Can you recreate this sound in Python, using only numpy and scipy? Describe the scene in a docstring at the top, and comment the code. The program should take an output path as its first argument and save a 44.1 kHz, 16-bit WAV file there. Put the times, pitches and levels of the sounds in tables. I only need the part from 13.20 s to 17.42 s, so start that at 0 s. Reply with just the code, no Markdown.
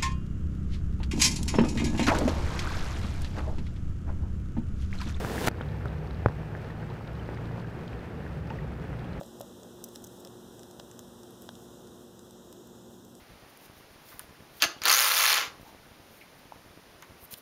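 """In a quiet room, close up, fingers draw hissing yarn over a steel needle bed, with a few small taps.
At 1.4 s the carriage jolts. From 1.6 to 2.3 s it slides across: its cams flick the needles one by one
over a gritty scrape, and both set the bed ringing. Yarn strokes and taps go on, with a dull fingertip
knock at 3.3 s. Throughout, a small camera adds hiss, low electrical pops, gain control and a notch
near 8 kHz."""
import sys
import numpy as np
from scipy import signal
from scipy.fft import rfft, irfft, next_fast_len
from scipy.io import wavfile
from scipy.ndimage import uniform_filter1d

SR = 44100
rng = np.random.default_rng(int(sys.argv[2]) if len(sys.argv) > 2 else 0)


def store_pcm(level_fs):
    """Save levels as 16-bit WAV."""
    pcm = np.round(np.clip(level_fs, -1, 1) * 32767).astype(np.int16)
    wavfile.write(sys.argv[1], SR, np.atleast_2d(pcm).T)


N = 185890
NOTCH_HZ = 7860  # "treble" is the band above this; a share is a level relative to the row's main level

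# Spectral envelope of bed and carriage: frequency_hz, gain_db
BED_SPECTRUM = [(150, -74), (260, -44), (490, -13), (750, -12), (1100, 0.5), (1530, -1.5), (2400, -0.5),
                (3900, -4), (5200, -5), (6420, -6.5), (7900, -11.5), (10200, -7), (13000, -8), (15800, -9)]
# Normal modes of the bed: pitch_hz, level_db, t60_s
BED_RESONANCES = [(637, -5, 0.038), (865, -2, 0.076), (1112, -8, 0.042), (1400, -4, 0.052),
                  (1760, -4, 0.05), (2167, -4, 0.037), (2730, -9.5, 0.066), (3198, -10, 0.035),
                  (3700, -4.5, 0.047), (4340, -4, 0.033), (4690, 0, 0.03), (6200, -23, .08),
                  (9160, -1, 0.056)]
# Friction of the carriage, one curve for the jolt and one for the pass:
# time_s, level_db, treble_share_db, rumble_share_db
FRICTION_CURVES = [
    [(1.398, -62, -17, -26), (1.421, -29, -15, -24), (1.425, -17, -14, -1.5), (1.435, -25.5, -12, 6),
     (1.442, -16, -12, -3), (1.452, -25, -15, 5), (1.459, -43, -11, 9), (1.475, -55, -8, 7)],
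    [(1.617, -40, -10, -15), (1.636, -36, -15, -1), (1.655, -27.5, -14, -4), (1.675, -20.5, -7, -2),
     (1.7, -19.5, -13, -10), (1.76, -24, -8, -25), (1.83, -23, 2, -29), (1.9, -23.5, 0.4, -19),
     (2.06, -21.5, -2, -20), (2.17, -22, -7, -15), (2.24, -31, -11, -1.5), (2.29, -45.5, -14, 1)],
]


def carriage():
    """Forced vibration: flicks and friction drive the bed's modes while the carriage shell rumbles."""
    flicks, flick_treble = needle_flicks()
    level_db, treble_db, rumble_db = along(FRICTION_CURVES)
    scrape = gain_of(level_db) * grit()
    drive = join_bands(flicks + scrape, flick_treble + scrape * gain_of(treble_db))
    t = np.arange(SR // 5) / SR
    modes = sum(decay(t, t60, db) * np.sin(2 * np.pi * hz * t) for hz, db, t60 in BED_RESONANCES)
    ringing = gain_of(-17) * convolved(drive, modes)
    shell_band = signal.butter(3, [270, 750], "bandpass", fs=SR, output="sos")
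    rumble = signal.sosfilt(shell_band, gain_of(level_db + rumble_db) * rng.standard_normal(N))
    return colour(drive + ringing, BED_SPECTRUM) + rumble


# Travel of the cam along the bed: time_s, needles_passed
CAM_TRAVEL = [(1.6184, 0), (1.6547, 2), (1.6847, 4), (1.7015, 5), (1.7163, 6), (1.7287, 7), (1.7495, 9),
              (1.7586, 10), (1.8061, 16), (1.8315, 20), (1.867, 26), (1.8904, 30), (1.9179, 33),
              (1.9547, 37), (1.968, 38), (2.0192, 43), (2.056, 47), (2.0888, 51), (2.1066, 53),
              (2.1284, 55), (2.1568, 57), (2.1949, 59)]
# Strength of the cam's push: time_s, flick_db, early_touch_db, treble_share_db
CAM_PUSH = [(1.618, -19.5, -60, -8), (1.637, -18, -60, 5.5), (1.655, -7, -38, 3), (1.671, -29, -30, 2),
            (1.68, -0.5, -0.5, -2.5), (1.7, -5.5, -4.5, 6.5), (1.75, -4, -7, 1), (1.77, -4.5, -26, 3),
            (1.85, -11, -30, 3), (1.93, -21, -27, 1), (1.97, -7.5, -26, 2), (2.05, -9.5, -30, 3),
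            (2.1, -9.5, -32, 1), (2.122, -5.5, -30, 2), (2.145, -11, -30, 0), (2.195, -23, -30, -3)]


def cam_strikes():
    """Impact rate follows cam speed: each needle gets a flick, most an early touch just before it."""
    travel_s, passed = np.transpose(CAM_TRAVEL)
    push_s, flick_db, early_db, treble_db = np.transpose(CAM_PUSH)
    scatter_db, ring_hz, pitch_spread = 1.6, (4730, 6520), 0.066  # a needle rings one of two ways
    strikes = []
    for first, lead_gaps, push_db in ((0, 0, flick_db), (1, 0.27, early_db)):
        start_s = np.interp(np.arange(first, passed[-1] + 1) - lead_gaps, passed, travel_s)
        louder, brighter, higher = np.clip(rng.standard_normal((len(start_s), 3)), -1.5, 1.5).T
        level_db = np.interp(start_s, push_s, push_db) + scatter_db * louder
        share_db = np.interp(start_s, push_s, treble_db) + scatter_db * brighter
        pitch_hz = rng.choice(ring_hz, len(start_s)) * (1 + pitch_spread * higher)
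        strikes += zip(start_s, level_db, share_db, pitch_hz)
    return strikes


# Needles knocked out of turn, mostly by the jolt: start_s, level_db, treble_share_db, pitch_hz
STRAY_STRIKES = [(1.4222, -0.5, -7, 4530), (1.4289, -10.5, 6, 3500), (1.4324, -8.5, -8, 1630),
                 (1.439, -7.5, -9.5, 4720), (1.456, -24, -7, 1230), (1.6606, -9, 0, 4260),
                 (1.6897, -12, 6, 6640), (1.918, -10.5, 6, 4170)]


def needle_flicks():
    """Impact excitation: a struck needle snaps and rings briefly. Returns main and treble signals."""
    t, flicks = np.arange(SR // 100) / SR, np.zeros((2, N))
    rise = attack(t, 0.00029)
    strikes = cam_strikes() + STRAY_STRIKES
    for start_s, db, treble_db, hz in strikes:
        snap = rise * decay(t, t60_s=0.0079) * np.tanh(rng.standard_normal(len(t)))
        ping = rise * decay(t, t60_s=0.0071, level_db=-2.5) * np.sin(2 * np.pi * hz * t)
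        add(flicks, start_s, gain_of(db) * np.array([snap + ping, gain_of(treble_db) * snap]))
    return flicks


def grit(contacts_per_s=3500, grain_s=0.00025):
    """Sliding friction: tiny contacts at random times each release a decaying grain of noise."""
    strength = gain_of(np.minimum(rng.exponential(1, N), 4))
    contacts = strength * (rng.random(N) < contacts_per_s / SR)
    grains = signal.lfilter([1], [1, -np.exp(-1 / (grain_s * SR))], contacts)
    return unit_rms(grains * rng.standard_normal(N))


# Taps of fingers and yarn, knocks of the carriage:
# start_s, tick_db, treble_share_db, ring_hz, ring_db, ring_width_hz, ring_t60_s
LIGHT_IMPACTS = [(.374, -50, 9, 11000, -60, 5000, .01), (.888, -41, 0, 3500, -50, 2000, .03),
                 (.915, -66, 0, 1400, -51, 900, 0.2), (0.9944, -30, 5.5, 1470, -39, 700, 0.051),
                 (1.402, -55, -10, 3660, -38.5, 2000, .15), (1.4222, -10, 0, 6300, -27, 250, .2),
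                 (1.436, -30, 0, 9250, -32, 400, .1), (1.5845, -58, -6, 3200, -51, 300, .03),
                 (1.656, -30, 5, 1230, -26, 900, 0.36), (2.45, -68, 0, 850, -55, 250, 0.68),
                 (3.011, -58, 0, 2350, -47, 600, 0.1), (3.824, -35, -1, 1600, -43, 1400, 0.076),
                 (4.1396, -25, -3, 3100, -32, 700, .014)]
# Spectral envelope of the ticks and of the yarn: frequency_hz, gain_db
CONTACT_SPECTRUM = [(700, -16), (1500, -6), (3000, -1), (7000, -1.5), (9000, -6), (12000, -1.5),
                    (16000, -1)]


def taps():
    """Transient and free decay: each tap is a sharp tick and a short ring of narrowband noise."""
    out, t = np.zeros(N), np.arange(SR // 10) / SR
    for start_s, tick_db, treble_db, hz, ring_db, width_hz, t60 in LIGHT_IMPACTS:
        tick = decay(t, t60_s=0.0044, level_db=tick_db) * rng.standard_normal(len(t))
        tick = join_bands(colour(tick, CONTACT_SPECTRUM), tick * gain_of(treble_db))
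        band = signal.butter(2, [hz - width_hz / 2, hz + width_hz / 2], "bandpass", fs=SR, output="sos")
        ring = unit_rms(signal.sosfilt(band, rng.standard_normal(len(t))))
        add(out, start_s, tick + ring * attack(t, 0.0011) * decay(t, t60, ring_db))
    return out


def fingertip_knock(start_s=3.3218, pitch_hz=870):
    """Heavily damped oscillation: a dull knock dies within a few cycles."""
    out, t = np.zeros(N), np.arange(SR // 10) / SR
    envelope = attack(t, 0.0008) * decay(t, t60_s=0.009, level_db=-22)
    add(out, start_s, -envelope * np.sin(2 * np.pi * pitch_hz * t))
    return out


# Strokes of yarn over skin and hooks: peak_s, swell_s, fade_s, treble_db, low_band_share_db
YARN_STROKES = [(.3, .025, .025, -56, -10), (.46, .12, .02, -54, -2), (.588, .07, .05, -58, -4),
                (.73, .04, .05, -61, -5), (.895, .085, 0.14, -50, -4.5), (1.02, 0.048, 0.055, -58, 1),
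                (1.39, .09, 0.053, -50.5, -5), (2.415, .015, .03, -58, -5), (2.486, 0.085, .055, -59.5, 3),
                (2.96, .16, 0.16, -58.5, -4), (3.19, .03, .025, -59, -12), (4.05, 0.066, 0.014, -45.5, -17),
                (4.113, .008, .03, -42.5, -7), (4.133, 0.023, 0.019, -39, -7.5),
                (4.182, .02, .02, -44, -12)]


def yarn():
    """Stick-slip friction: fibres catch and slip in a crackly hiss that swells and fades each stroke."""
    t, envelopes = np.arange(N) / SR, np.zeros((2, N))
    ends_db = -21.5  # relative to the peak, where the swell starts and the fade ends
    for peak_s, swell_s, fade_s, treble_db, low_db in YARN_STROKES:
        from_peak = np.where(t < peak_s, (peak_s - t) / swell_s, (t - peak_s) / fade_s)
        envelopes += gain_of([[treble_db + low_db], [treble_db]]) * gain_of(ends_db * from_peak ** 1.38)
    crackle = gain_of(2.0 * unit_rms(uniform_filter1d(rng.standard_normal(N), size=60)))
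    hiss = unit_rms(colour(crackle * rng.standard_normal(N), CONTACT_SPECTRUM))
    return join_bands(*(envelopes * hiss))


# Reverberation time of the room: frequency_hz, t60_s
ROOM_DECAY = [(300, 0.5), (800, 0.47), (2100, 0.28), (5500, 0.29), (14600, 0.19)]


def room(x):
    """Reverberation: sparse reflections of random sign, each band dying at its own rate."""
    reflections, spacing = np.zeros(SR // 2), 20
    slots = np.arange(120, len(reflections) - spacing, spacing)
    reflections[slots + rng.integers(0, spacing, len(slots))] = rng.choice([-1., 1.], len(slots))
    hz, t, bands = signal.stft(reflections, SR, nperseg=256)
    _, tail = signal.istft(bands * decay(t, at_frequency(ROOM_DECAY, hz)[:, None]), SR, nperseg=256)
    return convolved(x, tail)


# The loudest pops, each a jump of the rest level and its return: start_s, held_s, jump_amplitude
OFFSET_JUMPS = [(0.1017, 0.0046, -0.01), (.1375, .02, -0.0082), (.2313, .0057, 0.0068),
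                (.2635, 0.0019, .007), (0.498, 0.0022, 0.012), (.5697, .0071, 0.0068),
                (0.6076, .0015, 0.0069), (0.943, .0051, 0.0086), (1.0389, .0064, 0.0093),
                (1.0915, 0.0045, 0.0089), (1.1078, .002, 0.0084), (1.2051, 0.0026, 0.01),
                (1.2233, 0.0022, 0.0076), (1.457, 0.003, 0.021), (1.5644, 0.0017, 0.012),
                (1.617, 0.0055, 0.013), (2.276, 0.0046, .008), (2.3976, 0.0025, .012),
                (2.4116, .019, -.016), (2.548, .0008, 0.012), (2.713, 0.0056, .0086),
                (2.7987, 0.0049, 0.0086), (3.359, 0.0052, 0.0078), (3.4611, 0.0015, 0.0081),
                (3.4813, .02, -0.0062), (3.575, 0.0011, 0.011), (3.898, .0057, 0.0087),
                (3.9087, .012, 0.011), (4.0285, 0.0067, .0095), (4.1325, 0.003, -0.013)]


def electrical_pops(small_pops_per_s=110):
    """Capacitive coupling: each jump of the rest level drains in a few ms, leaving a low pop."""
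    jumps = gain_of(-50.5) * rng.standard_normal(N) * (rng.random(N) < small_pops_per_s / SR)
    for start_s, held_s, jump in OFFSET_JUMPS:
        add(jumps, start_s, np.array([jump]))
        add(jumps, start_s + held_s, np.array([-jump]))
    steps = uniform_filter1d(uniform_filter1d(np.cumsum(jumps), size=9), size=7)  # rounded edges
    for corner_hz in (110, 38):
        steps = signal.lfilter(*signal.butter(1, corner_hz, "high", fs=SR), steps)
    return steps


# Spectral envelope of the preamplifier's noise: frequency_hz, gain_db
HISS_SPECTRUM = [(12, -45), (25, -25), (76, -7), (185, -4), (324, -3.5), (631, -5.5), (834, -7),
                 (2000, -10.5), (5690, -17.5), (7900, -24), (10000, -20.5), (15800, -25.5)]


def preamp_hiss():
    """Electronic noise floor: a steady, coloured Gaussian hiss."""
    return gain_of(-55) * unit_rms(colour(rng.standard_normal(N), HISS_SPECTRUM))


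def gain_of(db):
    """Decibels to amplitude ratio."""
    return 10 ** (np.asarray(db) / 20)


def attack(t, rise_s):
    """Exponential rise toward 1."""
    return 1 - np.exp(-t / rise_s)


def decay(t, t60_s, level_db=0):
    """Exponential damping: 60 dB down after t60_s."""
    return gain_of(level_db - 60 * t / t60_s)


def unit_rms(x):
    """Normalisation to rms 1."""
    return x / np.sqrt(np.mean(x ** 2) + 1e-20)


def at_frequency(points, hz):
    """Interpolation on a log-frequency axis."""
    points_hz, values = np.transpose(points)
    return np.interp(np.log(hz + 1), np.log(points_hz + 1), values)


def along(curves):
    """Linear interpolation of each column in time; the level is silent outside the curves."""
    t = np.arange(N) / SR
    out = np.zeros((len(curves[0][0]) - 1, N))
    out[0] = -120
    for rows in curves:
        time_s, *columns = np.transpose(rows)
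        inside = (t >= time_s[0]) & (t <= time_s[-1])
        out[:, inside] = [np.interp(t[inside], time_s, column) for column in columns]
    return out


def add(mix, start_s, sound):
    """Superposition: mixes a sound in at start_s."""
    part = mix[..., round(start_s * SR):][..., :sound.shape[-1]]
    part += sound[..., :part.shape[-1]]


def convolved(x, response):
    """Convolution with an impulse response scaled to unit energy."""
    return signal.oaconvolve(x, response / np.linalg.norm(response))[:len(x)]


def colour(x, spectrum):
    """Minimum-phase filtering to the given spectral shape, at power gain 1."""
    hz = abs(np.fft.fftfreq(4096, 1 / SR))
    log_gain = np.log(gain_of(np.maximum(at_frequency(spectrum, hz), -100)))
    response = np.fft.ifft(np.exp(np.conj(signal.hilbert(log_gain)))).real[:2048]
    return convolved(x, response)


def join_bands(low, treble):
    """Crossover: takes low below NOTCH_HZ and treble above it."""
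    size = next_fast_len(len(low))
    above = np.fft.rfftfreq(size, 1 / SR) > NOTCH_HZ
    return irfft(np.where(above, rfft(treble, size), rfft(low, size)), size)[:len(low)]


def scene():
    """Direct and reverberant sound add to the camera's noise; taps and yarn are nearest and driest."""
    machine = carriage()
    fingers = taps() + fingertip_knock() + yarn()
    reverberation = room(gain_of(-10.5) * machine + gain_of(-16.5) * fingers)
    return (machine + fingers + reverberation + electrical_pops() + preamp_hiss())[None]


def record(dry):
    """Dynamic compression: gain control lowers loud passages; a narrow notch and a band limit follow."""
    threshold_db, slope, recovery_db_per_s = -35.5, 0.13, 92
    edge_hz, end_s = 15730, 4.2145
    power_db = 10 * np.log10(abs(uniform_filter1d(dry[0] ** 2, size=400)) + 1e-12)
    fall_db = np.arange(N) * recovery_db_per_s / SR
    held_db = np.maximum.accumulate(power_db + fall_db) - fall_db  # jumps to each peak, then sinks
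    over_db = np.maximum(held_db - threshold_db, 0)
    ducked = dry / gain_of(slope * uniform_filter1d(over_db, size=200))
    notched = signal.lfilter(*signal.iirnotch(NOTCH_HZ, Q=7.5, fs=SR), ducked)
    lowpass = signal.firwin(511, edge_hz, window=("kaiser", 9), fs=SR)
    return signal.oaconvolve(notched, lowpass[None], "same") * (np.arange(N) < end_s * SR)


dry = scene()
out = record(dry)
store_pcm(out)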